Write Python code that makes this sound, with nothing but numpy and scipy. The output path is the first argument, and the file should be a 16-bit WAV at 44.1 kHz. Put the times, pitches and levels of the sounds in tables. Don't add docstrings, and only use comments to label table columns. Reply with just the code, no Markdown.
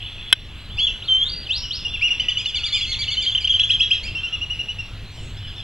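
import sys
import numpy as np
from scipy import signal
from scipy.io import wavfile
from scipy.ndimage import uniform_filter1d

SR = 44100
rng = np.random.default_rng(int(sys.argv[2]) if len(sys.argv) > 2 else 0)


def wav_out(sig):
    wavfile.write(sys.argv[1], SR, np.round(np.clip(np.atleast_2d(sig).T, -1, 1) * 32767).astype(np.int16))


N = 248283

# start in seconds, length in seconds, pitch in Hz at the start, at the turn
# and at the end, place of the turn as a share of the length, effort in dB before voice and throat.
PIPS = [(0.79, 0.031, 2060, 2285, 2110, 0.27, -37), (1.632, 0.045, 3210, 2890, 2940, 0.7, -33),
        (1.799, 0.027, 3460, 3380, 2410, 0.19, -39), (1.849, 0.027, 2860, 2845, 2720, 0.5, -24.5),
        (1.936, 0.034, 2840, 2800, 1870, 0.3, -27.5), (2.009, 0.09, 2073, 2872, 1960, 0.58, -20),
        (2.022, 0.016, 2710, 2790, 2640, 0.41, -25), (2.105, 0.032, 2780, 2850, 2690, 0.23, -20.5),
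        (2.197, 0.015, 2700, 3077, 3270, 0.96, -18.5), (2.197, 0.028, 2240, 2440, 2520, 0.8, -37.5),
        (2.214, 0.04, 2890, 2960, 2150, 0.18, -30), (2.284, 0.015, 2705, 3024, 3090, 0.82, -19),
        (2.292, 0.021, 2370, 2430, 2130, 0.2, -34.5), (2.296, 0.039, 3440, 3530, 2470, 0.17, -25),
        (2.371, 0.014, 2746, 3005, 3070, 0.9, -20.5), (2.377, 0.052, 2214, 2516, 2520, 0.62, -34),
        (2.383, 0.037, 3280, 3524, 2380, 0.17, -24), (2.45, 0.016, 1930, 2230, 2220, 0.51, -34.5),
        (2.458, 0.011, 2800, 2944, 3000, 1, -21.5), (2.467, 0.046, 3700, 3500, 3090, 0.3, -23.5),
        (2.485, 0.034, 2570, 2510, 2220, 0.37, -38), (2.545, 0.011, 2830, 2970, 3060, 0.9, -24),
        (2.553, 0.034, 2290, 2346, 1970, 0.27, -29), (2.555, 0.042, 3500, 3566, 2420, 0.27, -20),
        (2.592, 0.027, 2500, 2600, 2200, 0.2, -36), (2.634, 0.015, 2830, 2924, 3000, 0.9, -26),
        (2.64, 0.031, 3190, 3600, 3160, 0.53, -20.5), (2.654, 0.049, 2350, 2346, 1710, 0.3, -28.5),
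        (2.72, 0.098, 1993, 2492, 1850, 0.32, -27), (2.723, 0.055, 3255, 3550, 2660, 0.45, -20),
        (2.742, 0.04, 2730, 3094, 2620, 0.31, -27.5), (2.809, 0.014, 2790, 2830, 2860, 0.9, -27),
        (2.813, 0.05, 3200, 3410, 2430, 0.45, -22), (2.865, 0.038, 2055, 2135, 2180, 0.42, -34),
        (2.892, 0.057, 2150, 2194, 1780, 0.29, -29.5), (2.917, 0.042, 2955, 3510, 2270, 0.35, -23.5),
        (2.988, 0.058, 2260, 2326, 1720, 0.45, -27), (3.012, 0.04, 3060, 3500, 2360, 0.52, -22.5),
        (3.076, 0.031, 2420, 3020, 2730, 0.45, -27), (3.083, 0.025, 2250, 2240, 2140, 0.1, -36),
        (3.103, 0.06, 2145, 2298, 1784, 0.4, -29), (3.112, 0.043, 2970, 3580, 2500, 0.35, -23),
        (3.168, 0.044, 2840, 3083, 2830, 0.38, -24.5), (3.204, 0.054, 2920, 3600, 3050, 0.5, -23.5),
        (3.22, 0.05, 2470, 2340, 1740, 0.21, -29), (3.26, 0.05, 2810, 3235, 2970, 0.4, -20),
        (3.314, 0.033, 3054, 3510, 3130, 0.76, -24.5), (3.349, 0.018, 2814, 3207, 3280, 0.97, -17),
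        (3.378, 0.011, 3100, 3010, 2690, 0.071, -22.5), (3.406, 0.034, 2490, 2465, 2060, 0.081, -32),
        (3.444, 0.019, 2870, 3234, 3300, 0.9, -17.5), (3.474, 0.0082, 2970, 2994, 2710, 0.072, -20),
        (3.494, 0.038, 3197, 3290, 2830, 0.58, -15.5), (3.529, 0.013, 2520, 2470, 2150, 0.085, -37),
        (3.539, 0.035, 2840, 3197, 2810, 0.37, -19), (3.592, 0.036, 1970, 2040, 1820, 0.28, -36),
        (3.633, 0.028, 2743, 3350, 3400, 0.85, -17), (3.707, 0.039, 2150, 2040, 1590, 0.077, -33),
        (3.734, 0.032, 2780, 3270, 2980, 0.42, -18), (3.814, 0.056, 1930, 2000, 1574, 0.29, -36.5),
        (3.923, 0.077, 1694, 2030, 1460, 0.27, -38), (4.031, 0.038, 2085, 2524, 2401, 0.85, -30.5),
        (4.066, 0.03, 2650, 2733, 2610, 0.31, -32), (4.079, 0.019, 2950, 3180, 3100, 0.7, -33),
        (4.15, 0.036, 2650, 2758, 2650, 0.35, -27), (4.175, 0.028, 2870, 3155, 3030, 0.53, -32.5),
        (4.233, 0.041, 2700, 2800, 2600, 0.57, -26.5), (4.268, 0.024, 2920, 3110, 3080, 0.81, -34),
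        (4.325, 0.039, 2710, 2866, 2580, 0.43, -26.5), (4.412, 0.039, 2714, 2881, 2610, 0.6, -27),
        (4.499, 0.042, 2693, 2926, 2610, 0.55, -26.5), (4.542, 0.023, 2530, 2570, 2400, 0.4, -45),
        (4.59, 0.031, 2660, 2880, 2690, 0.62, -26.5), (4.684, 0.038, 2657, 2937, 2700, 0.7, -28.5),
        (4.785, 0.034, 2635, 2790, 2610, 0.51, -29), (5.366, 0.039, 1630, 1776, 1800, 0.57, -42.5),
        (5.47, 0.043, 1680, 1713, 1510, 0.31, -41.5), (5.56, 0.066, 1815, 1795, 1640, 0.09, -40)]
# time in seconds, pitch in Hz, effort in dB.
SQUEALS = [
    [(0.765, 2035, -54), (0.785, 2740, -23.5), (0.81, 3320, -22.5), (0.845, 3397, -15), (0.867, 3320, -21),
     (0.88, 2840, -24.5), (0.908, 2620, -33)],
    [(1.02, 2543, -28), (1.035, 3610, -37), (1.055, 4340, -42), (1.072, 4340, -42.5), (1.086, 3167, -23),
     (1.15, 3090, -19), (1.195, 3183, -24), (1.23, 3265, -16), (1.25, 3590, -27), (1.275, 3676, -25),
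     (1.295, 4555, -31), (1.32, 4700, -27), (1.43, 4720, -41.5), (1.46, 3510, -41.5), (1.48, 2640, -29)],
    [(1.485, 2603, -39), (1.5, 2615, -25), (1.52, 3340, -20.5), (1.555, 4300, -26), (1.585, 5540, -29.5),
     (1.63, 5550, -35.5), (1.66, 4650, -43)],
    [(1.705, 2677, -26), (1.73, 4110, -26), (1.765, 5465, -31.5), (1.79, 5480, -40.5), (1.81, 4800, -44)],
]
# start in seconds, scoop in seconds, whole length in seconds, top pitch in Hz,
# effort in dB.
WHOOPS = [(3.591, 0.0097, 0.036, 3338, -12), (3.69, 0.019, 0.046, 3313, -13),
          (3.794, 0.018, 0.047, 3298, -12), (3.901, 0.018, 0.046, 3233, -13.5)]
# share of the scoop time, share of the top pitch, dB added to the effort.
SCOOP_SHAPE = [(0, 0.72, -20.5), (0.6, 0.8, -5.5), (1, 0.99, -1.5)]
WHOOP_FADE_DB = -10
# start in seconds, length in seconds,
# pitch in Hz at the start, middle and end, level in dB before the throat.
THIN_WHISTLES = [(0.07, 0.17, 6130, 5900, 5590, -65), (0.24, 0.092, 3390, 3380, 3444, -40),
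                 (0.29, 0.21, 5560, 5600, 5040, -60), (0.698, 0.088, 2920, 3520, 3330, -40),
                 (0.92, 0.37, 1593, 1260, 1010, -45), (1.1, 0.39, 2280, 2100, 1890, -47),
                 (1.865, 0.12, 3000, 3540, 2985, -36.5), (2.18, 0.081, 2330, 2046, 1990, -39.5),
                 (2.23, 0.14, 1950, 1954, 1910, -36.5), (2.522, 0.24, 1603, 1330, 1136, -44),
                 (3.57, 0.12, 1896, 1683, 1670, -44), (4.181, 0.22, 1600, 1367, 1154, -43),
                 (4.29, 0.13, 3200, 3430, 3200, -43.5), (4.9, 0.12, 1890, 1940, 1982, -52),
                 (5.105, 0.12, 6150, 5600, 5300, -57), (5.11, 0.1, 5070, 5050, 4980, -63),
                 (5.115, 0.21, 7800, 6930, 6300, -56), (5.139, 0.23, 8600, 7860, 7600, -56),
                 (5.171, 0.044, 3114, 3020, 2815, -45), (5.421, 0.072, 3060, 3015, 2970, -44.5)]
# pitch in Hz, then the level in dB
VOICE = [(1750, -2, 0.7, -8.5, -23), (2380, -1.5, 1.2, -16.5, -25.5), (2564, -1, -4.5, -16.5, -24),
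         (2624, -1.6, -15.5, -30.5, -45.5), (3050, 3.66, -19, -40, -48), (3256, 0.8, -27, -32.5, -44.5),
         (3450, -1.96, -22, -33.5, -49), (5000, -1.1, -30.5, -45.5, -57)]
LONG_PURER_DB = -5
# frequency in Hz, gain in dB.
THROAT = [(1900, -9), (2700, 5.5), (9500, -1), (12500, -20.5)]
# pitch in Hz, depth of the grain as a factor.
STRAIN = [(3300, 0.14), (4500, 0.4)]
# pitch at the turn in Hz, power before the turn, power after it.
CORNERS = [(2417, 0.99, 1.2), (2920, 2.6, 2.6), (3350, 2.4, 1.2)]
PIP_LOUDEST = 0.18
SLACK_DB_PER_OCTAVE = 8.5
# frequency in Hz, time to fall 60 dB in seconds.
WOODS = [(1500, 0.55), (3000, 0.26), (6000, 0.46), (12000, 0.18)]
# start in seconds, level in dB, ring time as a factor.
SNAPS = [(.3033, -25, .3), (.3266, 5, 1)]
# frequency in Hz, level in dB before the snap's own level,
# time to fall 60 dB in seconds before the snap's ring factor.
SNAP_BODY = [(1540, -9, .025), (1780, -13, .025), (2140, -10, .025), (2570, -8, .025), (3060, -2, .027),
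             (3340, 0, .027), (3840, -12, .03), (5300, -13, .02), (8200, -12, .012), (10000, -9, .012),
             (14800, -22, .01)]
# time in seconds, level in dB.
FROGS = [(0, -34), (.3, -39), (.7, -46.5), (2, -37.5), (4, -42), (5, -51), (5.63, -42)]
# time in seconds, level in dB.
RUMBLE = [(0, -49), (3.6, -44.5), (5.63, -37)]
# frequency in Hz, relative level in dB per Hz.
AIR = [(12, -42), (22, 4.5), (114, -15), (190, -21.5), (480, -30), (1000, -33), (1800, -32), (2600, -29),
       (4000, -31), (5500, -47), (7500, -47.5), (11000, -53.5), (16000, -54)]
AIR_DB = -36
EDGE_HZ = 15800


def gain_of(db):
    return 10 ** (np.asarray(db) / 20)


def evened(x):
    return x / np.sqrt(np.mean(x ** 2) + 1e-20)


def read(points, hz):
    f, value = np.transpose(points)
    return np.interp(np.log(hz + 1), np.log(f + 1), value)


def level(curve):
    return gain_of(np.interp(np.arange(N) / SR, *np.transpose(curve)))


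def add(mix, s, sound):
    part = mix[round(s * SR):][:len(sound)]
    part += sound[:len(part)]


def drift(length, size):
    once = uniform_filter1d(rng.standard_normal(length), size)
    return evened(uniform_filter1d(once, size))


def resonate(x, hz, width):
    turn = np.exp(2j * np.pi * np.cumsum(hz * np.ones(len(x))) / SR)
    r = np.exp(-np.pi * width / SR)
    smooth = signal.lfilter([1 - r], [1, -r], x / turn)
    return 2 * (turn * smooth).real


def whistle(hz, partials_db, step_db=-12):
    waver, flutter_db, breath = .002, .9, .25
    wavering_hz = hz * (1 + waver * drift(len(hz), size=120))
    turns = 2 * np.pi * np.cumsum(wavering_hz) / SR
    if len(partials_db) > 1:
        partials_db = list(partials_db) + [partials_db[-1] + step_db]
    tone = 0
    for k, db in enumerate(partials_db, 1):
        flutter = flutter_db * np.sqrt(k) * drift(len(hz), size=200)
        rasp = 1 + breath * (k - 1) * drift(len(hz), size=40)
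        gain = gain_of(db + read(THROAT, k * hz) + flutter)
        tone = tone + rasp * gain * np.sin(k * turns) * (k * hz < EDGE_HZ)
    return tone


def partials(hz):
    f, *columns = np.transpose(VOICE)
    return [np.interp(hz, f, db) for db in columns]


def pip(s, length, start_hz, turn_hz, end_hz, turn, db):
    u = np.linspace(0, 1, round(length * SR))
    turn = np.clip(turn, .05, .95)
    f, rise, fall = np.transpose(CORNERS)
    before = (1 - u / turn).clip(0) ** np.interp(turn_hz, f, rise)
    after = ((u - turn) / (1 - turn)).clip(0) ** np.interp(turn_hz, f, fall)
    hz = turn_hz + (start_hz - turn_hz) * before + (end_hz - turn_hz) * after
    quarter_turns = np.interp(u, [0, PIP_LOUDEST, 1], [0, 1, 2])
    swell = np.sin(np.pi / 2 * quarter_turns).clip(0) ** .45
    db = db + SLACK_DB_PER_OCTAVE * np.log2(hz / hz.max())
    return s, whistle(hz, [db + level_db for level_db in partials(turn_hz)]) * swell


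def glide(rows):
    s, hz, db = np.transpose(rows)
    t = np.arange(s[0], s[-1], 1 / SR)
    hz = uniform_filter1d(np.interp(t, s, hz), size=120, mode="nearest")
    db = np.interp(t, s, db)
    edges = np.clip(np.minimum(t - s[0], s[-1] - t) / .006, 0, 1)
    grain = 1 + read(STRAIN, hz) * drift(len(t), size=90)
    first_db, *overtones_db = partials(hz)
    voice_db = [db + first_db] + [db + level_db + LONG_PURER_DB for level_db in overtones_db]
    return s[0], whistle(hz, voice_db) * edges * grain


def whoop(s, scoop, length, top_hz, db):
    rise = [(s + part * scoop, share * top_hz, db + rise_db) for part, share, rise_db in SCOOP_SHAPE]
    return glide(rise + [(s + length, top_hz, db + WHOOP_FADE_DB)])


def thin_whistle(s, length, start_hz, middle_hz, end_hz, db, swell=0.26):
    u = np.linspace(0, 1, round(length * SR))
    bend = 2 * (2 * middle_hz - start_hz - end_hz) * u * (1 - u)
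    hz = start_hz + (end_hz - start_hz) * u + bend
    return s, whistle(hz, [db]) * np.sin(np.pi * u).clip(0) ** swell


def woods(x):
    taps = np.zeros(SR)
    at = np.arange(120, SR - 20, 20)
    taps[at + rng.integers(0, 20, len(at))] = rng.choice([-1., 1.], len(at))
    hz, t, z = signal.stft(taps, SR, nperseg=256)
    build_up = np.clip(t / .025, .45, 1)
    decay = gain_of(-60 * t / read(WOODS, hz)[:, None])
    tail = signal.istft(z * build_up * decay, SR, nperseg=256)[1]
    return signal.fftconvolve(x, tail / np.linalg.norm(tail))[:N]


def birds(echo_db=-7):
    direct = np.zeros(N)
    for call, table in ((pip, PIPS), (whoop, WHOOPS), (thin_whistle, THIN_WHISTLES)):
        for row in table:
            add(direct, *call(*row))
    for rows in SQUEALS:
        add(direct, *glide(rows))
    leaves = 1 + .5 * drift(N, size=150)
    return direct + gain_of(echo_db) * woods(direct * leaves)


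def snaps():
    out, t = np.zeros(N), np.arange(2000) / SR
    for s, db, ring in SNAPS:
        modes = 0
        for hz, mode_db, t60 in SNAP_BODY:
            fade = gain_of(mode_db - 60 * t / (t60 * ring))
            modes = modes + fade * np.sin(2 * np.pi * (hz * t + rng.random()))
        noise = evened(resonate(rng.standard_normal(len(t)), 3300, 3000))
        crack = gain_of(-16.5 - 60 * t / 0.014) * noise
        attack = np.minimum(t / 0.0012, 1)
        add(out, s, gain_of(db) * (modes + crack) * attack)
    return out


def frogs(per_s=400, spread_db=3):
    out, t = np.zeros(N), np.arange(400) / SR
    for hz in np.linspace(2600, 3550, num=16):
        struck = rng.random(N) < per_s / 16 / SR
        clicks = struck * gain_of(spread_db * rng.exponential(1, N).clip(0, 4))
        ring = np.sin(2 * np.pi * hz * t) * np.hanning(len(t))
        out += signal.oaconvolve(clicks, ring)[:N]
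    return level(FROGS) * evened(out + woods(out))


def insect(db=-50, share=0.76):
    per_s, first_s = 19.5, .016
    u = ((np.arange(N) / SR - first_s) * per_s % 1) / share
    hz = np.interp(u, [0, 1], [4150, 3850])
    chirps = np.sin(np.pi * u.clip(0, 1)) * np.sin(2 * np.pi * np.cumsum(hz) / SR)
    wandering = gain_of(db + 2.5 * drift(N, size=900))
    return wandering * (chirps + .6 * woods(chirps))


def rumble():
    once = resonate(rng.standard_normal(N), 99.3, 30)
    return level(RUMBLE) * evened(resonate(once, 99.3, 30))


def air(patchy_db=2.0):
    frames, hz = N // 256 + 5, np.fft.rfftfreq(1024, 1 / SR)
    a, b, patches = rng.standard_normal((frames, 513, 3)).T
    patches = uniform_filter1d(patches, size=12, axis=0)
    patches = evened(uniform_filter1d(patches, size=14, axis=1))
    z = (a + 1j * b) * gain_of(read(AIR, hz)[:, None] + patchy_db * patches)
    hiss = signal.istft(z, nperseg=1024, noverlap=768)[1][:N]
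    return gain_of(AIR_DB) * evened(hiss)


def scene():
    return np.tile(birds() + air() + rumble() + frogs() + insect() + snaps(), (2, 1))


def record(dry):
    clipped = np.clip(dry[0], -1, 1)
    peak_db = 20 * np.log10(abs(clipped) + 1e-9)
    fall = np.arange(N) * 17. / SR
    held_db = np.maximum.accumulate(peak_db + fall) - fall
    over_db = np.maximum(held_db + 4.5, 0)
    late_db = np.roll(uniform_filter1d(over_db, size=100), 260)
    right = clipped / gain_of(late_db)
    left = np.roll(right, 1)
    treble = signal.butter(3, 1300, "high", fs=SR, output="sos")
    mid = (left + right) / 2
    side = signal.sosfiltfilt(treble, left - right) / 2
    both = np.array([mid + side, mid - side])
    band_limit = signal.firwin(511, EDGE_HZ, window=("kaiser", 9), fs=SR)
    return signal.oaconvolve(both, band_limit[None], "same")


dry = scene()
out = record(dry)
wav_out(out)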